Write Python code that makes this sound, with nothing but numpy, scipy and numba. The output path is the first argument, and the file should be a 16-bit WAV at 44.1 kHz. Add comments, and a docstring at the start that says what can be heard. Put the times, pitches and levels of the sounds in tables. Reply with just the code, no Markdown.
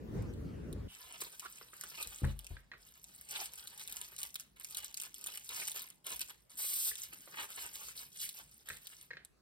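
"""First, wind rumbles on the microphone outdoors, as filtered noise whose bands swell with its eddies.
Then, at a desk in a small room, a full plastic cup is set down: the desk rings in decaying sine waves.
A wide straw is worked out of its thin wrapper: tiny ringing grains make the crinkling, the finger rub
and the hiss of the straw sliding out, while short noise bursts make the snapping creases.
At the end its tip pops through the taut film that seals the cup: brief tones with a rattle."""
import sys
import numpy as np
from scipy import signal
from scipy.fft import rfft, irfft
from scipy.io import wavfile
from scipy.ndimage import uniform_filter1d, map_coordinates
from numba import njit

SR = 44100
rng = np.random.default_rng(int(sys.argv[2]) if len(sys.argv) > 2 else 0)


def transcribe(u):
    """Save the signal u as a 16-bit wav file named by the first command-line argument.

    u: samples, shape (n,) or (channels, n), limited to [-1, 1]; the rate is SR.
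    q: integer samples, one column per channel.
    """
    v = np.clip(np.atleast_2d(u).T, -1, 1)
    q = np.round(v * 32767).astype(np.int16)
    wavfile.write(sys.argv[1], SR, q)


N = 414981
T = np.arange(N) / SR  # time of every sample, in seconds

# Tone colour of the wind: pitch_hz, relative_level_db
WIND_SPECTRUM = [(20, -10), (60, 9.5), (300, -3), (470, -7.5), (700, -22), (1500, -28), (4000, -40),
                 (16000, -48)]
# Strength of the wind over time: time_s, level_db
WIND_GUST = [(0, -46.5), (.11, -42.5), (.18, -36.5), (.36, -43)]
# Tone colour of the quiet room: pitch_hz, relative_level_db
ROOM_SPECTRUM = [(20, -33), (50, 6.5), (90, -6), (145, 0), (300, -10), (1500, -22), (16000, -35.5)]
# Ringing modes of the desk: pitch_hz, relative_level_db, time_to_fall_60_db_s
DESK_MODES = [(49.6, -1, 0.33), (82, 1.5, 0.16), (134.3, 0.5, 0.26), (207, -4, 0.21), (294, 7, 0.075)]
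# The cup and the hands bump the desk: start_s, relative_level_db, contact_s
DESK_BUMPS = [(2.061, -44.5, 0.014), (2.219, -44, 0.00092), (2.233, -26, 0.0047), (2.273, -37.5, 0.0038),
              (2.505, -41, 0.006), (8.703, -57.5, 0.0037)]
# Tone colour of the cup: pitch_hz, relative_level_db
CUP_SPECTRUM = [(100, -27), (330, 5.5), (470, 11), (740, -6.5), (2050, -0.5), (3000, -4.5), (4000, 0.5),
                (16000, -38)]
# Knocks on the cup or straw and pops of the lid: start_s, relative_level_db, pitch_hz
CUP_KNOCKS = [(1.219, -36, 1080), (1.6128, -41, 1230), (1.733, -43, 1310), (1.837, -38.5, 1400),
              (2.2437, -31.5, 1500), (2.2494, -36, 930), (2.5678, -40, 1580), (2.7161, -36, 1820),
              (2.736, -40, 1440), (5.324, -45, 2944), (6.914, -37.5, 1820), (7.2754, -43, 930),
              (8.686, -37, 1650), (8.7011, -32, 1700), (8.7055, -37.5, 1610), (9.1059, -37.5, 1900),
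              (9.11, -33.5, 1800), (9.1332, -38.5, 1700), (9.1695, -36.5, 1760)]
# Plastic catches and slips in a quick run (fingers on the cup, wrapper on the straw, straw on the lid):
# start_s, length_s, level_db, pitch_hz
STICK_SLIPS = [(0.877, 0.09, -61.5, 3000), (1.417, 0.033, -57, 1130), (1.45, 0.018, -47.5, 1320),
               (3.352, 0.011, -42, 3860), (3.385, 0.05, -53.5, 844), (5.616, 0.014, -46, 2250)]
# The fingers pinch and crush the wrapper: start_s, hold_s, relative_level_db
PINCHES = [(1.203, 0.01, -40.5), (3.287, 0.019, -41), (3.578, 0.012, -49), (3.776, 0.038, -48),
           (3.868, 0.15, -51.5), (4.011, 0.039, -49), (4.178, 0.076, -48), (4.386, 0.025, -57.5),
           (4.597, 0.0087, -46.5), (4.645, 0.14, -55), (4.762, 0.047, -44.5), (4.83, 0.018, -43),
           (4.968, 0.1, -52.5), (5.144, 0.51, -55), (5.256, 0.053, -48.5), (5.317, 0.058, -49.5),
           (5.671, 0.013, -39), (5.742, 0.036, -37.5), (5.803, 0.037, -47), (6.062, 0.11, -44),
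           (6.193, 0.023, -42.5), (6.285, 0.027, -51.5), (6.495, 0.08, -57), (7.127, 0.0059, -50.5),
           (8.655, .11, -54)]
# The wrapper is brushed along the straw or cup:
# start_s, length_s, relative_level_db, finger_rub_db (relative to that level)
STROKES = [(0.888, 0.42, -56, -5), (1.095, 0.63, -56.5, -9), (1.713, 0.63, -53.5, -6.5),
           (1.939, 0.11, -47.5, -5), (2.336, 0.28, -64.5, -3), (2.77, 0.29, -64.5, -10),
           (3.004, 1.31, -56.5, -10), (3.303, 0.18, -44.5, -8), (3.388, 0.063, -42, -18),
           (4.559, 0.044, -66, 0.5), (5.386, 0.29, -54.5, -18), (5.495, 0.18, -40, -11.5),
           (6.042, 0.069, -54, -5.5), (6.974, 0.092, -44, -23.5), (7.056, 1, -56, -10.5),
           (7.356, 0.11, -46, -5), (7.487, 0.21, -47, -7), (7.725, 0.21, -47, -11.5),
           (7.953, 0.087, -45, -17.5), (8.117, 0.16, -51, -26), (8.195, 0.08, -39, -27),
           (8.344, 0.081, -48.5, -16.5), (8.43, 0.23, -63.5, -13), (8.773, 0.3, -59, -11)]
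# Tone colour of finger friction: pitch_hz, relative_level_db
FINGER_SPECTRUM = [(100, -19), (250, -11), (1200, -1), (2600, 3.5), (4300, -2), (9000, -32), (16000, -8)]
# Resonances of the air in the straw: pitch_hz, width_hz, relative_level_db
STRAW_RESONANCES = [(440, 120, -3), (900, 150, -4.5)]
# Creases of the lid film and wrapper that snap through: start_s, relative_level_db (over 1 ms)
CREASE_SNAPS = [(0.223, -53), (0.337, -57), (0.728, -44), (1.217, -35.5), (1.396, -36), (1.811, -35),
                (1.837, -38), (2.027, -30), (2.073, -37), (2.391, -39), (2.445, -45), (2.467, -41),
                (3.042, -43.5), (3.212, -42.5), (3.536, -40.5), (3.673, -38), (3.876, -36), (3.924, -34.5),
                (3.968, -34.5), (4.014, -34), (4.164, -41.5), (4.188, -36), (4.203, -40), (4.216, -39),
                (4.231, -29.5), (4.343, -38), (4.356, -31.5), (4.398, -38), (4.407, -40), (4.646, -35),
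                (4.709, -40), (4.747, -35.5), (4.77, -31.5), (4.845, -39), (4.943, -36), (4.973, -33),
                (4.9998, -33), (5.0148, -36), (5.02, -35), (5.035, -37), (5.143, -38.5), (5.212, -43),
                (5.241, -35.5), (5.262, -35), (5.27, -31.5), (5.374, -35), (5.491, -35), (5.682, -31),
                (5.717, -34), (5.902, -43.5), (6.067, -32.5), (6.131, -43), (6.955, -37.5), (8.291, -35.5),
                (8.688, -36), (8.87, -38.5), (9.249, -43.5)]
# Tone colour of the crinkling wrapper: pitch_hz, relative_level_db
CRINKLE_SPECTRUM = [(900, -28.5), (2000, -4), (3800, -3.5), (7200, 0.5), (8800, 3), (11000, 1),
                    (14000, -0.5), (16000, -4)]
# Tone colour of the sliding straw: pitch_hz, relative_level_db
SLIDE_SPECTRUM = [(200, -59), (900, -27), (3500, -8.5), (7200, -4), (8600, 3.5), (11000, -0.5), (14000, 3),
                  (16000, -6.5)]

OUTDOORS_END_S = .883
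WRAPPER_LAG_S, CUP_LAG_S = .000228, .0001  # how much later the left port hears each source
TOP_HZ = 15800
# A pinch builds quickly, sags while it is held and lets go
PINCH_ATTACK_S, PINCH_SAG_DB_PER_S, PINCH_RELEASE_S, PINCH_RUB_DB = 0.0011, 4, 0.022, -14
# A stroke swells and fades in an arch; a lower power makes it flatter
STROKE_ARCH_POWER = 0.39
# After any touch the sheet keeps unfolding, fainter and fainter
SETTLE_DB, SETTLE_DB_PER_S = -4.5, 169
# Level of the crinkling against the hiss of the sliding straw
CRINKLE_DB = -0.5
# The straw gathers speed as it is drawn out
SLIDE_START_S, SLIDE_END_S, SLIDE_EDGE_S = 6.565, 6.92, 0.027
SLIDE_DB, SLIDE_RISE_DB_PER_S, SLIDE_RUB_DB = -39.5, 13.5, -24
# Creases give way in little avalanches; the shares say how much of the crackle comes in such bursts
AVALANCHE_MEDIAN_GAP_S, AVALANCHE_DECAY_S = 1 / 85, .0014
PINCH_SHARE, STROKE_SHARE = .85, .25


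def gain(db):
    """Turn decibels into a multiplying factor."""
    return 10 ** (np.asarray(db) / 20)


def unit(x):
    """Scale a sound to an average (rms) strength of 1."""
    return x / np.sqrt(np.mean(x ** 2))


def level_over(x, seconds):
    """Strength a sound would have if all its energy were packed into the given time."""
    return np.sqrt(np.sum(x ** 2) / (seconds * SR))


def walk(rate):
    """Wander at random with rms 1, by straight lines between `rate` random points a second."""
    knots = rng.standard_normal(4096)
    return unit(np.interp(T * rate, np.arange(len(knots)), knots))


def colour(x, points, size=4096):
    """Filter a sound to follow (Hz, dB) points, with no sound ahead of its cause (minimum phase)."""
    hz, db = np.transpose(points)
    f = np.maximum(np.fft.rfftfreq(size, 1 / SR), 1)
    log_gain = np.log(gain(np.interp(np.log(f), np.log(hz), db)))
    # fold the cepstrum forward in time to get the minimum-phase filter
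    cepstrum = irfft(log_gain)
    cepstrum[1:size // 2] *= 2
    cepstrum[size // 2 + 1:] = 0
    impulse = irfft(np.exp(rfft(cepstrum)))
    return signal.fftconvolve(x, impulse)[:len(x)]


def resonate(x, hz, width_hz):
    """Pass a sound through one resonance with gain 1 at its centre."""
    return signal.lfilter(*signal.iirpeak(hz, hz / width_hz, fs=SR), x)


def add(track, start_s, sound):
    """Mix a sound into a track at its start time."""
    i = int(start_s * SR)
    track[i:i + len(sound)] += sound[:N - i]


def shift(x, depth_db, per_s, per_octave):
    """Resonances come and go as the sheet bends all the time; eddies do the same to moving air."""
    f, t, bands = signal.stft(x, SR, nperseg=512)
    octaves = np.log2(1 + f / 300)
    place = np.meshgrid(octaves * per_octave, t * per_s, indexing="ij")
    bends = map_coordinates(rng.standard_normal((96, 1024)), place, order=1, mode="wrap")
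    return signal.istft(bands * gain(depth_db * bends), SR, nperseg=512)[1][:N]


@njit
def ring(starts, sizes, poles, count):
    """Ring each grain as a tiny damped oscillation, `count` samples long."""
    out = np.zeros(N + count)
    for k in range(len(starts)):
        z = sizes[k] + 0j
        for i in range(count):
            out[starts[k] + i] += z.real
            z *= poles[k]
    return out[:N]


def grains(rate, spread_db, width_hz=2200):
    """Fibres and tiny creases give way at random: many small, a few large, each with its own pitch."""
    when, size, pitch, side = rng.random((4, N))
    starts = np.flatnonzero(when < rate / SR)  # about `rate` grains a second
    excess = -np.log(np.maximum(size[starts], .03))
    sizes = gain(spread_db * excess) * np.sign(side[starts] - .5)
    # pitches reach up to 0.8 of half the sample rate; a greater width dies away faster
    poles = np.exp((1j * pitch[starts] * .8 - width_hz / SR) * np.pi)
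    return unit(ring(starts, sizes, poles, count=160))


def air(spectrum, apart_hz, pan_db, eddy_db):
    """Moving air has eddies that swell band by band; both ports share the bass but not the treble."""
    mid, side = (shift(colour(rng.standard_normal(N), spectrum), eddy_db, per_s=20, per_octave=4.56)
                 for _ in range(2))
    side = signal.lfilter(*signal.butter(1, apart_hz, "high", fs=SR), side)
    return unit(np.array([(mid + side) * gain(pan_db), mid - side]))


def room(x, lag_s, pan_db, early_db, tail_db, t60=0.31, early_s=0.0028):
    """The right port hears the sound lag_s sooner; hands and desk scatter it, walls add a short tail."""
    t, ears = T[:SR // 3], []
    f = np.fft.rfftfreq(N, 1 / SR)
    # once the lag exceeds a whole cycle, the stereo image folds over and the levels even out
    phase = np.pi * f * lag_s * np.where(f * lag_s < 1, 1, -1)
    lean_db = pan_db / 2 / (1 + (f * lag_s) ** 2)
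    scattered = colour(x, [(800, 2), (3500, 4), (8500, -5)])
    # as the hands move, one set of short echoes gives way to another
    pose = 2 * np.pi * 2 * T + walk(5)
    for side in (1, -1):  # left, right
        direct = irfft(rfft(x) * gain(side * lean_db) * np.exp(-1j * side * phase), N)
        early = rng.standard_normal((2, len(t))) * (t > .0025) * np.exp(-t / early_s)
        tail = rng.standard_normal(len(t)) * (t > 2 * early_s) * np.exp(-np.log(1000) * t / t60)
        near, far, walls = (signal.oaconvolve(scattered, echo / np.linalg.norm(echo))[:N]
                            for echo in (*early, tail))
        echoes = near * np.cos(pose) + far * np.sin(pose)
        ears.append(direct + gain(early_db) * echoes + gain(tail_db) * walls)
    return np.array(ears)


def desk(scuff_db=-19, scuff_s=0.037):
    """Soft, heavy contacts ring the desk and scuff its top; longer ones leave only the lowest modes."""
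    out, t = np.zeros(N), T[:SR // 2]
    modes = sum(gain(db) * np.sin(2 * np.pi * hz * t) * np.exp(-np.log(1000) * t / t60)
                for hz, db, t60 in DESK_MODES)
    for start_s, db, contact_s in DESK_BUMPS:
        push = np.sin(np.pi * np.minimum(t / contact_s, 1))
        thud = signal.fftconvolve(push / push.sum(), modes)[:len(t)]
        noise = colour(rng.standard_normal(len(t)), [(380, -8.5), (1000, -20.0), (5000, -35.0)])
        scuff = unit(noise) * np.exp(-t / scuff_s)
        add(out, start_s, gain(db) * (gain(scuff_db) * scuff - thud))
    return out


def cup(gain_db=-3, flex_s=0.00071, width_hz=550, broad=0.28, shell_s=0.038, shell_db=-19):
    """The cup wall or lid film flicks over: a short hollow pop, coloured by the shell."""
    out, t = np.zeros(N), T[:4096]
    swell = t / flex_s * np.exp(1 - t / flex_s)
    for start_s, db, hz in CUP_KNOCKS:
        rattle = rng.standard_normal(len(t)) * (swell + gain(shell_db) * np.exp(-t / shell_s) * 2)
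        tone = np.sin(2 * np.pi * hz * t) * swell
        pop = colour(tone + 2 * resonate(rattle, hz, width_hz) + broad * rattle, CUP_SPECTRUM)
        add(out, start_s, pop * gain(db + gain_db) / level_over(pop, .001))
    return out


def judders(slips_per_s=500, width=0.26, broad=0.25):
    """Uneven slips in quick succession keep one patch of plastic ringing."""
    out, t = np.zeros(N), T[:4096]
    for start_s, length_s, db, hz in STICK_SLIPS:
        # each slip starts strong and weakens until the next
        progress = np.cumsum(rng.exponential(size=len(t))) * slips_per_s / SR % 1
        arch = np.sqrt(np.maximum(t * (length_s - t), 0))
        force = np.exp(-2 * progress) * rng.standard_normal(len(t)) * arch
        patch = resonate(resonate(force, hz, 2 * width * hz), hz, width * hz)
        sound = patch + broad * resonate(force, hz, 2 * hz)
        add(out, start_s, sound * gain(db) / level_over(sound, length_s))
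    return out


def press(start_s, hold_s, slope_db_per_s, attack_s, release_s):
    """A touch builds up, sags or grows while held, and lets go."""
    out, t = np.zeros(N), T[T < hold_s + 10 * release_s]
    held = gain(slope_db_per_s * np.minimum(t, hold_s))
    release = np.exp(-np.maximum(t - hold_s, 0) / release_s)
    add(out, start_s, np.minimum(t / attack_s, 1) * held * release)
    return out


def settle(power):
    """Turn the power of a movement into dB and add the slow unfolding that follows it."""
    db = 10 * np.log10(power + 1e-12)
    fall_db = SETTLE_DB_PER_S * T
    unfolding_db = np.maximum.accumulate(db + fall_db) - fall_db + SETTLE_DB
    return np.maximum(db, unfolding_db)


def hands():
    """Pinches, strokes and the pull add up to crinkle and rub levels in dB, and the pinches' share."""
    hold_s = SLIDE_END_S - SLIDE_START_S - SLIDE_EDGE_S
    pull = press(SLIDE_START_S, hold_s, SLIDE_RISE_DB_PER_S, SLIDE_EDGE_S, SLIDE_EDGE_S)
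    crinkle = (gain(SLIDE_DB) * pull) ** 2
    rub = crinkle * gain(SLIDE_RUB_DB) ** 2
    pinched = 0
    for start_s, hold_s, db in PINCHES:
        grip = press(start_s, hold_s, -PINCH_SAG_DB_PER_S, PINCH_ATTACK_S, PINCH_RELEASE_S)
        pinched = pinched + (gain(db) * grip) ** 2
    crinkle = crinkle + pinched
    rub = rub + pinched * gain(PINCH_RUB_DB) ** 2
    for start_s, length_s, db, rub_db in STROKES:
        arch = np.sin(np.pi * T[T < length_s] / length_s) ** STROKE_ARCH_POWER
        add(crinkle, start_s, (gain(db) * arch) ** 2)
        add(rub, start_s, (gain(db + rub_db) * arch) ** 2)
    return settle(crinkle), settle(rub), pinched / np.where(crinkle > 0, crinkle, 1)


def fingers(rub_db, db=-1, catch_db=4.0, tube_db=5):
    """Fingers catch and slip on the wrapped straw and sound its air column."""
    friction = colour(grains(rate=2600, spread_db=0.5), FINGER_SPECTRUM)
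    tube = sum(gain(level_db + tube_db) * resonate(friction, hz, width_hz)
               for hz, width_hz, level_db in STRAW_RESONANCES)
    rub = shift(friction + tube, depth_db=4, per_s=22, per_octave=5)
    return unit(rub) * gain(rub_db + db + catch_db * walk(55))


def snaps(gain_db=2.0, centre_hz=8700, spread_octaves=0.56, width_hz=4200, broad=0.2, settle_db=-26,
          follow_db=-11, facet_db=-1):
    """A crease buckles within a millisecond and rings a facet; a neighbour follows, the sheet settles."""
    out, t = np.zeros(N), T[:1024]
    buckle_s, settle_s = .00045, .006
    buckle = t / buckle_s * np.exp(1 - t / buckle_s)
    for start_s, db in CREASE_SNAPS:
        delay, facet, crease = 1 + rng.random(3)  # each between 1 and 2
        hz = centre_hz * (crease / np.sqrt(2)) ** np.clip(spread_octaves, 0, 1)
        follower = gain(follow_db) * np.interp(t - delay * settle_s / 2, t, buckle)
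        settling = gain(settle_db) * np.exp(-t / settle_s)
        burst = (buckle + follower + settling) * rng.standard_normal(len(t))
        # the facet has a random size and rings one to two octaves below the crease
        rings = resonate(burst, hz, width_hz) + gain(facet_db) * resonate(burst, hz / facet / 2, 790)
        snap = colour(rings + broad * burst, [(300, -15.0), (3500, -1.0), (7000, 2.5), (9000, 1.5)])
        add(out, start_s, snap * gain(db + gain_db) / level_over(snap, .001))
    return out


def avalanches():
    """Creases give way in sudden uneven bursts that die in milliseconds; returns power with mean 1."""
    gap, size = rng.standard_normal((4096, 2)).T
    starts = (np.cumsum(np.exp(gap / 2)) * SR * AVALANCHE_MEDIAN_GAP_S).astype(int)
    kicks = np.bincount(starts, np.exp(np.minimum(size, 1)), N)[:N]
    power = signal.lfilter([1], [1, -np.exp(-1 / (AVALANCHE_DECAY_S * SR))], kicks)
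    return power / power.mean()


def wrapper(effort_db, pinching, lone_db=-2):
    """Pinches crackle, strokes rustle, and the straw slides out with a bright hiss."""
    # single crackles stand out less as the handling gets stronger
    lone_level_db = lone_db - .45 * np.maximum(effort_db + 54, 0)
    lone = grains(rate=380, spread_db=4.4, width_hz=750) * gain(lone_level_db)
    share = np.clip(PINCH_SHARE * pinching, STROKE_SHARE, 1)
    bursts = np.sqrt(1 - share + share * avalanches())
    dense = grains(rate=9000, spread_db=2.4) * gain(-3.5 + 2 * walk(60)) * bursts
    crinkle = colour(lone + dense, CRINKLE_SPECTRUM)
    crinkle = unit(shift(crinkle, depth_db=2.5, per_s=45, per_octave=4.01))
    slide = unit(colour(grains(rate=11000, spread_db=1.5), SLIDE_SPECTRUM)) * gain(0.53 * walk(260))
    # the switch between crinkle and slide is smoothed over 900 samples
    sliding = uniform_filter1d(1. 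* ((T > SLIDE_START_S) & (T < SLIDE_END_S)), size=900)
    return gain(effort_db) * (gain(CRINKLE_DB) * crinkle * (1 - sliding) + slide * sliding)


def scene():
    """A moment of wind outdoors, then the desk; room tone and the lid film's snaps span both."""
    outdoors = np.clip((OUTDOORS_END_S - T) / .01, 0, 1)  # fades out over 10 ms
    gust_db = np.interp(T, *np.transpose(WIND_GUST))
    wind = air(WIND_SPECTRUM, apart_hz=323, pan_db=1.0, eddy_db=4.2) * gain(gust_db)
    room_tone = gain(-71.0) * air(ROOM_SPECTRUM, apart_hz=294, pan_db=0.0, eddy_db=5.0)
    thuds = room(desk(), CUP_LAG_S, pan_db=3.0, early_db=-5.5, tail_db=-12.0)
    knocks = room(cup() + judders(), CUP_LAG_S, pan_db=-3, early_db=-6, tail_db=-13)
    effort_db, rub_db, pinching = hands()
    handling = wrapper(effort_db, pinching) + fingers(rub_db)
    rustle = handling * (1 - outdoors) + snaps()
    straw = room(rustle, WRAPPER_LAG_S, pan_db=-2.5, early_db=-4.5, tail_db=-13.5)
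    return outdoors * wind + room_tone + thuds + knocks + straw


def record(dry):
    """The recorder cuts the deepest bass, below 36 Hz, and the top, above TOP_HZ."""
    dry = signal.sosfilt(signal.butter(4, 36, "high", fs=SR, output="sos"), dry)
    return signal.sosfilt(signal.ellip(10, .2, 80, TOP_HZ, fs=SR, output="sos"), dry)


dry = scene()
out = record(dry)
transcribe(out)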